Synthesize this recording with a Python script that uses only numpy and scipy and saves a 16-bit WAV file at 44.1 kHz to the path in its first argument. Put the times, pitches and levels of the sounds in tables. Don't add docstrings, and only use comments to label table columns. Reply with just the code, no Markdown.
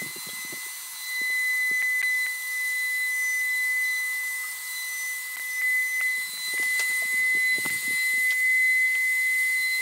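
import sys
import numpy as np
from scipy import signal
from scipy.fft import rfft, irfft, next_fast_len
from scipy.io import wavfile
from scipy.ndimage import uniform_filter1d

SR = 44100
rng = np.random.default_rng(int(sys.argv[2]) if len(sys.argv) > 2 else 0)


def persist_wave(psi):
    counts = np.round(np.clip(psi, -1, 1) * 32767).astype(np.int16)
    wavfile.write(sys.argv[1], SR, np.atleast_2d(counts).T)


N = 432621
TIME_S = np.arange(N) / SR
FFT_SIZE = next_fast_len(N, True)
FREQS_HZ = np.maximum(np.arange(FFT_SIZE // 2 + 1) * SR / FFT_SIZE, 1)
HOSE_DOWN_S, HOSE_LIFTED_S, TOOL_FITTED_S = 1.0, 6.25, 8.25

# time in seconds, level in dB.
VENT_LEVEL = [(0, -50), (6, -44), (6.7, -85), (9.81, -48)]
# time in seconds, level before trim in dB.
ROAR_LEVEL = [(0.0, -52), (2.79, -56.5), (4.37, -54), (5.54, -55.5), (5.9, -57), (6.5, -54.5),
              (6.91, -54.5), (7.4, -58), (7.87, -56.5), (8.58, -64), (9.81, -56)]
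# time in seconds, stream rush in dB, intake hiss in dB, both before trim.
AIR_LEVELS = [(0.0, -43, -41), (0.98, -43, -39.5), (1.23, -46.5, -40.5), (1.99, -47.5, -41.5),
              (2.4, -45, -39.5), (3.44, -46, -40.5), (3.93, -46, -40.5), (4.53, -44.5, -39),
              (4.75, -44, -39), (5.93, -46, -42), (6.42, -42.5, -37), (6.61, -40.5, -38.5),
              (6.97, -41, -35), (7.21, -42.5, -40), (7.51, -43, -41), (7.7, -39, -36), (8.0, -39.5, -38),
              (8.39, -44.5, -38), (8.69, -44.5, -42), (9.4, -42.5, -39), (9.65, -43.5, -39.5),
              (9.81, -40.5, -40)]
# frequency in Hz, relative density in dB.
VENT_SPECTRUM = [(2000, -23.5), (4000, -32), (6000, -32), (9000, -6), (12000, 9), (15500, 3)]
ROAR_SPECTRUM = [(40, -24), (90, -19), (150, -14.5), (300, -16.5), (600, -20.5), (760, -9), (900, -2.5),
                 (1300, 1), (1500, -9.5), (2000, -1), (3000, -24.5)]
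RUSH_SPECTRUM = [(500, -17), (1000, -10.5), (1600, -7), (2300, 2.5), (3000, 0), (3700, 2.5), (4400, 3.5),
                 (5000, 1.5), (5700, -5), (8000, 4.5), (12000, -0.5), (15500, -15.5)]
HISS_SPECTRUM = [(3000, -28.5), (5600, -14), (6600, -7.5), (7600, -6), (8600, 0.5), (9500, -1.5),
                 (10400, -7.5), (11200, -5.5), (12100, -4), (13200, -6), (15700, -4)]
# centre in Hz, width in Hz, gain in dB.
HOSE_MODES = [(866, 33, 6), (1016, 110, 10), (1260, 78, 4.5), (1635, 73, 9.5)]
TUBE_MODES = [(970, 38, 10.5), (1090, 55, 4), (1260, 75, 8), (1500, 97, -24.5)]
RUSH_MODES = [(2480, 99, -7.5), (3600, 180, 0), (4270, 360, 0.5)]
# start and end in seconds, typical bump peak in dB, rumble in dB.
HANDLING = [(0, .58, -48.5, -66), (6.15, 7.543, -51.5, -76), (7.55, 7.94, -45, -57.5),
            (7.951, 8.212, -63, -70), (9.297, 9.808, -55, -83)]
# start in seconds, peak in dB, pitch in Hz.
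BUMPS = [(0.018, -30.5, 234), (0.043, -40, 240), (0.061, -33.5, 186), (0.161, -34.5, 280),
         (0.268, -37, 214), (0.289, -34.5, 436), (0.447, -39.5, 221), (0.525, -33, 215), (0.536, -34, 275),
         (0.663, -45, 378), (1.214, -35, 315), (1.301, -40.5, 448), (1.712, -33.5, 235), (6.18, -47.5, 261),
         (6.537, -36.5, 302), (6.595, -34, 265), (7.14, -38.5, 201), (7.348, -34.5, 215), (7.369, -36, 270),
         (7.583, -27.5, 286), (7.66, -26, 199), (7.877, -35, 190), (7.907, -36, 317), (8.136, -40.5, 264),
         (8.177, -40.5, 197), (9.795, -43, 427)]
# start in seconds, peak in dB, pitch in Hz, 60 dB decay in seconds.
KNOCKS = [(.29, -38, 3340, 0.097), (4.44, -40.5, 1250, 0.19), (7.022, -35, 670, 0.052),
          (7.026, -47, 490, 0.1), (7.562, -44, 595, 0.036), (8.319, -44.5, 658, .05)]
# start in seconds, peak in dB, 40 dB decay in seconds, low and high band edge in Hz.
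CLACKS = [(.292, -39, 0.074, 800, 4000), (4.43, -42, 0.19, 902, 2700), (6.626, -21.5, 0.045, 600, 7300),
          (6.794, -17, 0.074, 570, 8000), (6.907, -35, .05, 600, 2500), (7.652, -27, 0.026, 450, 1400),
          (7.6602, -19.5, 0.011, 500, 2480), (8.306, -23, 0.051, 2700, 5000),
          (8.319, -27, 0.046, 1300, 5100), (8.951, -25, 0.02, 1790, 3600), (8.954, -38.5, 0.046, 300, 1500)]
# time in seconds, blade-pass frequency in Hz.
BLADE_PASS = [(0, 2028), (.55, 2021), (1, 2015), (2.5, 2011), (3.6, 2013), (4.8, 2011), (5.5, 2012.5),
              (6, 2021), (6.4, 2014), (6.95, 2018), (7.2, 2026), (8.25, 2023), (8.5, 2031), (9.55, 2032),
              (9.81, 2040)]
# time in seconds, level before trim in dB.
HARMONIC_1 = [(0.0, -33), (0.19, -47.5), (0.38, -38.5), (0.66, -39), (0.82, -48.5), (0.98, -46.5),
              (1.12, -32), (1.2, -28.5), (1.39, -26), (2.13, -25), (2.24, -27), (2.4, -35.5), (2.59, -28.5),
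              (3.79, -26), (4.43, -33), (4.61, -41), (4.67, -36.5), (5.11, -31.5), (5.22, -37), (5.54, -32),
              (5.65, -24.5), (5.79, -23.5), (5.9, -30), (6.06, -24), (6.23, -31), (6.31, -44), (6.61, -26),
              (6.99, -27), (7.07, -29.5), (7.18, -24.5), (7.54, -23.5), (7.59, -30.5), (7.76, -28),
              (7.81, -36.5), (7.87, -27.5), (8.3, -23), (8.33, -26.5), (8.5, -21.5), (8.85, -22.5),
              (8.91, -24.5), (9.43, -24.5), (9.81, -27.5)]
HARMONIC_2 = [(0.0, -50.5), (0.27, -46.5), (0.9, -53), (1.15, -41.5), (1.83, -50.5), (1.97, -60),
              (2.08, -42.5), (2.16, -55), (2.24, -42), (2.32, -48.5), (3.08, -47), (3.17, -57), (3.47, -54),
              (3.55, -43.5), (3.74, -55), (3.9, -43.5), (4.48, -61), (4.78, -39.5), (4.97, -57),
              (5.96, -54), (6.5, -37.5), (6.61, -52), (6.8, -44.5), (7.38, -52.5), (7.57, -37.5),
              (7.68, -49), (8.09, -44.5), (8.44, -61), (8.74, -47), (8.8, -55.5), (9.54, -50.5),
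              (9.62, -40), (9.76, -38), (9.81, -48)]
HARMONIC_3 = [(0.0, -47), (0.06, -62), (0.18, -52), (2.93, -57), (3.01, -69), (3.15, -48), (3.39, -47.5),
              (3.47, -62), (3.97, -51.5), (4.59, -60), (4.99, -44.5), (5.15, -49.5), (5.21, -75),
              (5.59, -48), (5.63, -70), (5.9, -46), (6.15, -60), (6.24, -80.5), (6.34, -54), (7.2, -63)]
HARMONIC_4 = [(0, -61), (2.5, -67), (3.9, -46), (6.3, -52), (9.0, -58), (9.15, -42), (9.55, -46),
              (9.81, -60)]
# multiple of the shaft speed, level in dB.
SHAFT_TONES = [(1, -83), (9, -66.5), (25, -72), (30, -58), (35, -66.5)]
# start in seconds, length in seconds.
DROPOUTS = [(1.8207, .0037), (2.0176, .0092), (2.0283, .001), (2.0306, .0008), (2.2628, .0028),
            (5.362, .0055), (5.3683, .0015), (5.393, .0032), (5.615, .003), (6.007, .0036), (6.0112, .0008),
            (6.3732, .0024), (6.5785, .0017), (7.6979, .0035)]


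def from_db(db):
    return 10 ** (np.asarray(db) / 20)


def unit_rms(x):
    return x / np.sqrt(np.mean(x ** 2) + 1e-20)


def curves(rows):
    times_s, *columns = np.transpose(rows)
    return [np.interp(TIME_S, times_s, column) for column in columns]


def during(start_s, end_s, fade_s=0.052):
    return np.clip(np.minimum(TIME_S - start_s, end_s - TIME_S) / fade_s + .5, 0, 1)


def drift(corner_hz):
    length_ms = 10240
    rolloff = 1 + (np.fft.rfftfreq(length_ms, 1e-3) / corner_hz) ** 2
    slow = irfft(rfft(rng.standard_normal(length_ms)) / rolloff)
    return np.interp(TIME_S * 1000, np.arange(length_ms), unit_rms(slow))


def band(x, low_hz, high_hz, order=2):
    return signal.sosfilt(signal.butter(order, [low_hz, high_hz], "band", fs=SR, output="sos"), x + 1e-18)


def add(out, start_s, sound):
    i = int(start_s * SR)
    out[i:i + len(sound)] += sound[:N - i]


def air_noise(spectrum, ripple_db, modes=()):
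    hz, density_db = np.transpose(spectrum)
    db = np.interp(np.log(FREQS_HZ), np.log(hz), density_db)
    for centre_hz, width_hz, gain_db in modes:
        db += gain_db / (1 + (2 * (FREQS_HZ - centre_hz) / width_hz) ** 2)
    ripple = uniform_filter1d(rng.standard_normal(len(FREQS_HZ)), size=300)
    ripple = unit_rms(uniform_filter1d(ripple, size=200))
    db += ripple_db * np.minimum(ripple, 1.9)
    white = rfft(rng.standard_normal(FFT_SIZE))
    return unit_rms(irfft(white * from_db(db), FFT_SIZE)[:N])


def moving_air(spectrum, ripple_db, modes=(), turn_hz=.6):
    angle = 2 * np.pi * turn_hz * TIME_S + np.pi / 4 * drift(0.97)
    first, second = (air_noise(spectrum, ripple_db, modes) for _ in range(2))
    return np.cos(angle) * first + np.sin(angle) * second


def exhaust():
    return from_db(curves(VENT_LEVEL)[0]) * air_noise(VENT_SPECTRUM, ripple_db=1.5)


def whistles(count=17, low_hz=6700, high_hz=12400, jitter_hz=55):
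    out = np.zeros(N)
    hz, db = np.transpose(HISS_SPECTRUM)
    bend = 1 + .012 * drift(2)
    for centre_hz in np.geomspace(low_hz, high_hz, count):
        phase = 2 * np.pi * np.cumsum(centre_hz * bend + jitter_hz * drift(24.45)) / SR
        swell = np.maximum(drift(22) + .5, 0)
        out += from_db(np.interp(centre_hz, hz, db)) * swell * np.sin(phase)
    return unit_rms(out)


def intake(whistle_floor_db=-7.5, whistle_lifted_db=-4.5):
    lifted = during(HOSE_LIFTED_S, TOOL_FITTED_S)
    share = from_db(whistle_floor_db * (1 - lifted) + whistle_lifted_db * lifted)
    return np.sqrt(1 - share ** 2) * moving_air(HISS_SPECTRUM, ripple_db=2.0) + share * whistles()


def airflow(roar_trim_db=1.0, rush_trim_db=0.5, hiss_trim_db=1.0, flicker_db=0.91):
    rush_db, hiss_db = curves(AIR_LEVELS)
    roar_db, = curves(ROAR_LEVEL)
    tool = during(TOOL_FITTED_S, np.inf)
    hiss = intake()
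    hose = air_noise(ROAR_SPECTRUM, ripple_db=4.0, modes=HOSE_MODES)
    tube = air_noise(ROAR_SPECTRUM, ripple_db=5.5, modes=TUBE_MODES)
    rush = moving_air(RUSH_SPECTRUM, ripple_db=4.0, modes=RUSH_MODES)
    roar = np.sqrt(1 - tool) * hose + np.sqrt(tool) * tube
    out = from_db(roar_db + roar_trim_db) * roar + from_db(rush_db + rush_trim_db) * rush
    return out + from_db(hiss_db + hiss_trim_db + flicker_db * drift(12)) * hiss


def shavings(level_db=-55, spread_db=5.0, hose_per_s=900, tool_per_s=400, width_hz=130, pitches=10):
    rate_per_s = hose_per_s * during(HOSE_DOWN_S, HOSE_LIFTED_S)
    rate_per_s += tool_per_s * during(TOOL_FITTED_S, np.inf)
    hits = rng.random(N) < rate_per_s * from_db(4 * drift(6)) / SR
    strength = from_db(spread_db * np.minimum(rng.exponential(1, N), 4))
    clicks = hits * strength * rng.choice([-1, 1], N)
    pitch_index = rng.integers(0, pitches, N)
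    pings = sum(band(clicks * (pitch_index == k), hz - width_hz / 2, hz + width_hz / 2, order=1)
                for k, hz in enumerate(np.geomspace(3500, 11500, pitches)))
    return from_db(level_db) * unit_rms(pings)


def small_bumps(rate_per_s=12, pitch_hz=222, spread_db=6.5):
    rows = []
    for start_s, end_s, peak_db, _ in HANDLING:
        for slot_s in np.arange(start_s, end_s, 1 / rate_per_s):
            at_s = min(slot_s + rng.random() / rate_per_s, end_s)
            db = peak_db + spread_db * rng.uniform(-1.1, 1)
            rows.append((at_s, db, pitch_hz * 2 ** (rng.random() - .5)))
    return rows


def bumps(rustle=0.19, t30_s=0.021, lumps_db=7.0):
    out, t = np.zeros(N), TIME_S[:SR // 5]
    rumble = unit_rms(band(rng.standard_normal(N), low_hz=75, high_hz=270))
    rumble *= from_db(lumps_db * drift(18))
    for start_s, peak_db, hz in list(BUMPS) + small_bumps():
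        push = rustle * rng.standard_normal(len(t)) * from_db(-30 * t / t30_s)
        push[0] += 2
        thud = band(push, 0.68 * hz, 1.56 * hz)
        add(out, start_s, from_db(peak_db) * thud / np.abs(thud).max())
    dragging = sum(from_db(db) * during(start_s, end_s) for start_s, end_s, _, db in HANDLING)
    return out + dragging * rumble


def knocks():
    out, t = np.zeros(N), TIME_S[:SR // 5]
    for start_s, peak_db, hz, t60_s in KNOCKS:
        add(out, start_s, from_db(peak_db - 60 * t / t60_s) * np.sin(2 * np.pi * hz * t))
    return out


def clacks(spread_db=3):
    out, t = np.zeros(N), TIME_S[:SR // 4]
    for start_s, peak_db, t40_s, low_hz, high_hz in CLACKS:
        snaps = rng.standard_normal(len(t)) * from_db(spread_db * rng.standard_normal(len(t)))
        burst = band(snaps * from_db(-40 * t / t40_s), low_hz, high_hz)
        add(out, start_s, from_db(peak_db) * burst / np.abs(burst).max())
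    return out


def motor(blades=5, wander_hz=0.773, flutter_hz=0.59, trims_db=(0.5, 2.4, 3.0, -4.5), bearing_db=-61):
    pitch_hz = curves(BLADE_PASS)[0] + wander_hz * drift(2.98) + flutter_hz * drift(27)
    blade_phase = 2 * np.pi * np.cumsum(pitch_hz) / SR
    shaft_phase = blade_phase / blades
    out = np.zeros(N)
    harmonics = [HARMONIC_1, HARMONIC_2, HARMONIC_3, HARMONIC_4]
    for k, (levels, trim_db) in enumerate(zip(harmonics, trims_db), 1):
        shimmer_db = 0.42 * drift(19) if k == 1 else 1.5 * (drift(12) + drift(4))
        out += from_db(curves(levels)[0] + trim_db + shimmer_db) * np.sin(k * blade_phase)
    for multiple, db in SHAFT_TONES:
        out += from_db(db + 2.5 * drift(8)) * np.sin(multiple * shaft_phase)
    bearing = from_db(bearing_db) * drift(13) * np.sin(13.06 * shaft_phase)
    return np.sqrt(2) * (out + bearing)


def scene():
    mono = motor() + airflow() + exhaust() + shavings() + clacks() + knocks() + bumps()
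    return np.array([mono, mono])


def crackle(level_db=-38, t60_s=0.019):
    envelope, t = np.zeros(N), TIME_S[:SR // 20]
    for start_s, length_s in DROPOUTS:
        add(envelope, start_s + length_s, from_db(level_db - 60 * t / t60_s))
    return envelope * unit_rms(band(rng.standard_normal(N), low_hz=800, high_hz=3100))


def record(dry, dropout_db=-30, low_cut_hz=95, high_cut_hz=15750):
    gain = np.ones(N)
    for start_s, length_s in DROPOUTS:
        gain[int(start_s * SR):int((start_s + length_s) * SR)] = from_db(dropout_db)
    out = (dry + crackle()) * uniform_filter1d(gain, size=16)
    out = signal.sosfilt(signal.butter(2, low_cut_hz, "high", fs=SR, output="sos"), out)
    lowpass = np.clip((high_cut_hz - FREQS_HZ) / 100 + .5, 0, 1)
    return irfft(rfft(out, FFT_SIZE) * lowpass, FFT_SIZE)[:, :N]


dry = scene()
out = record(dry)
persist_wave(out)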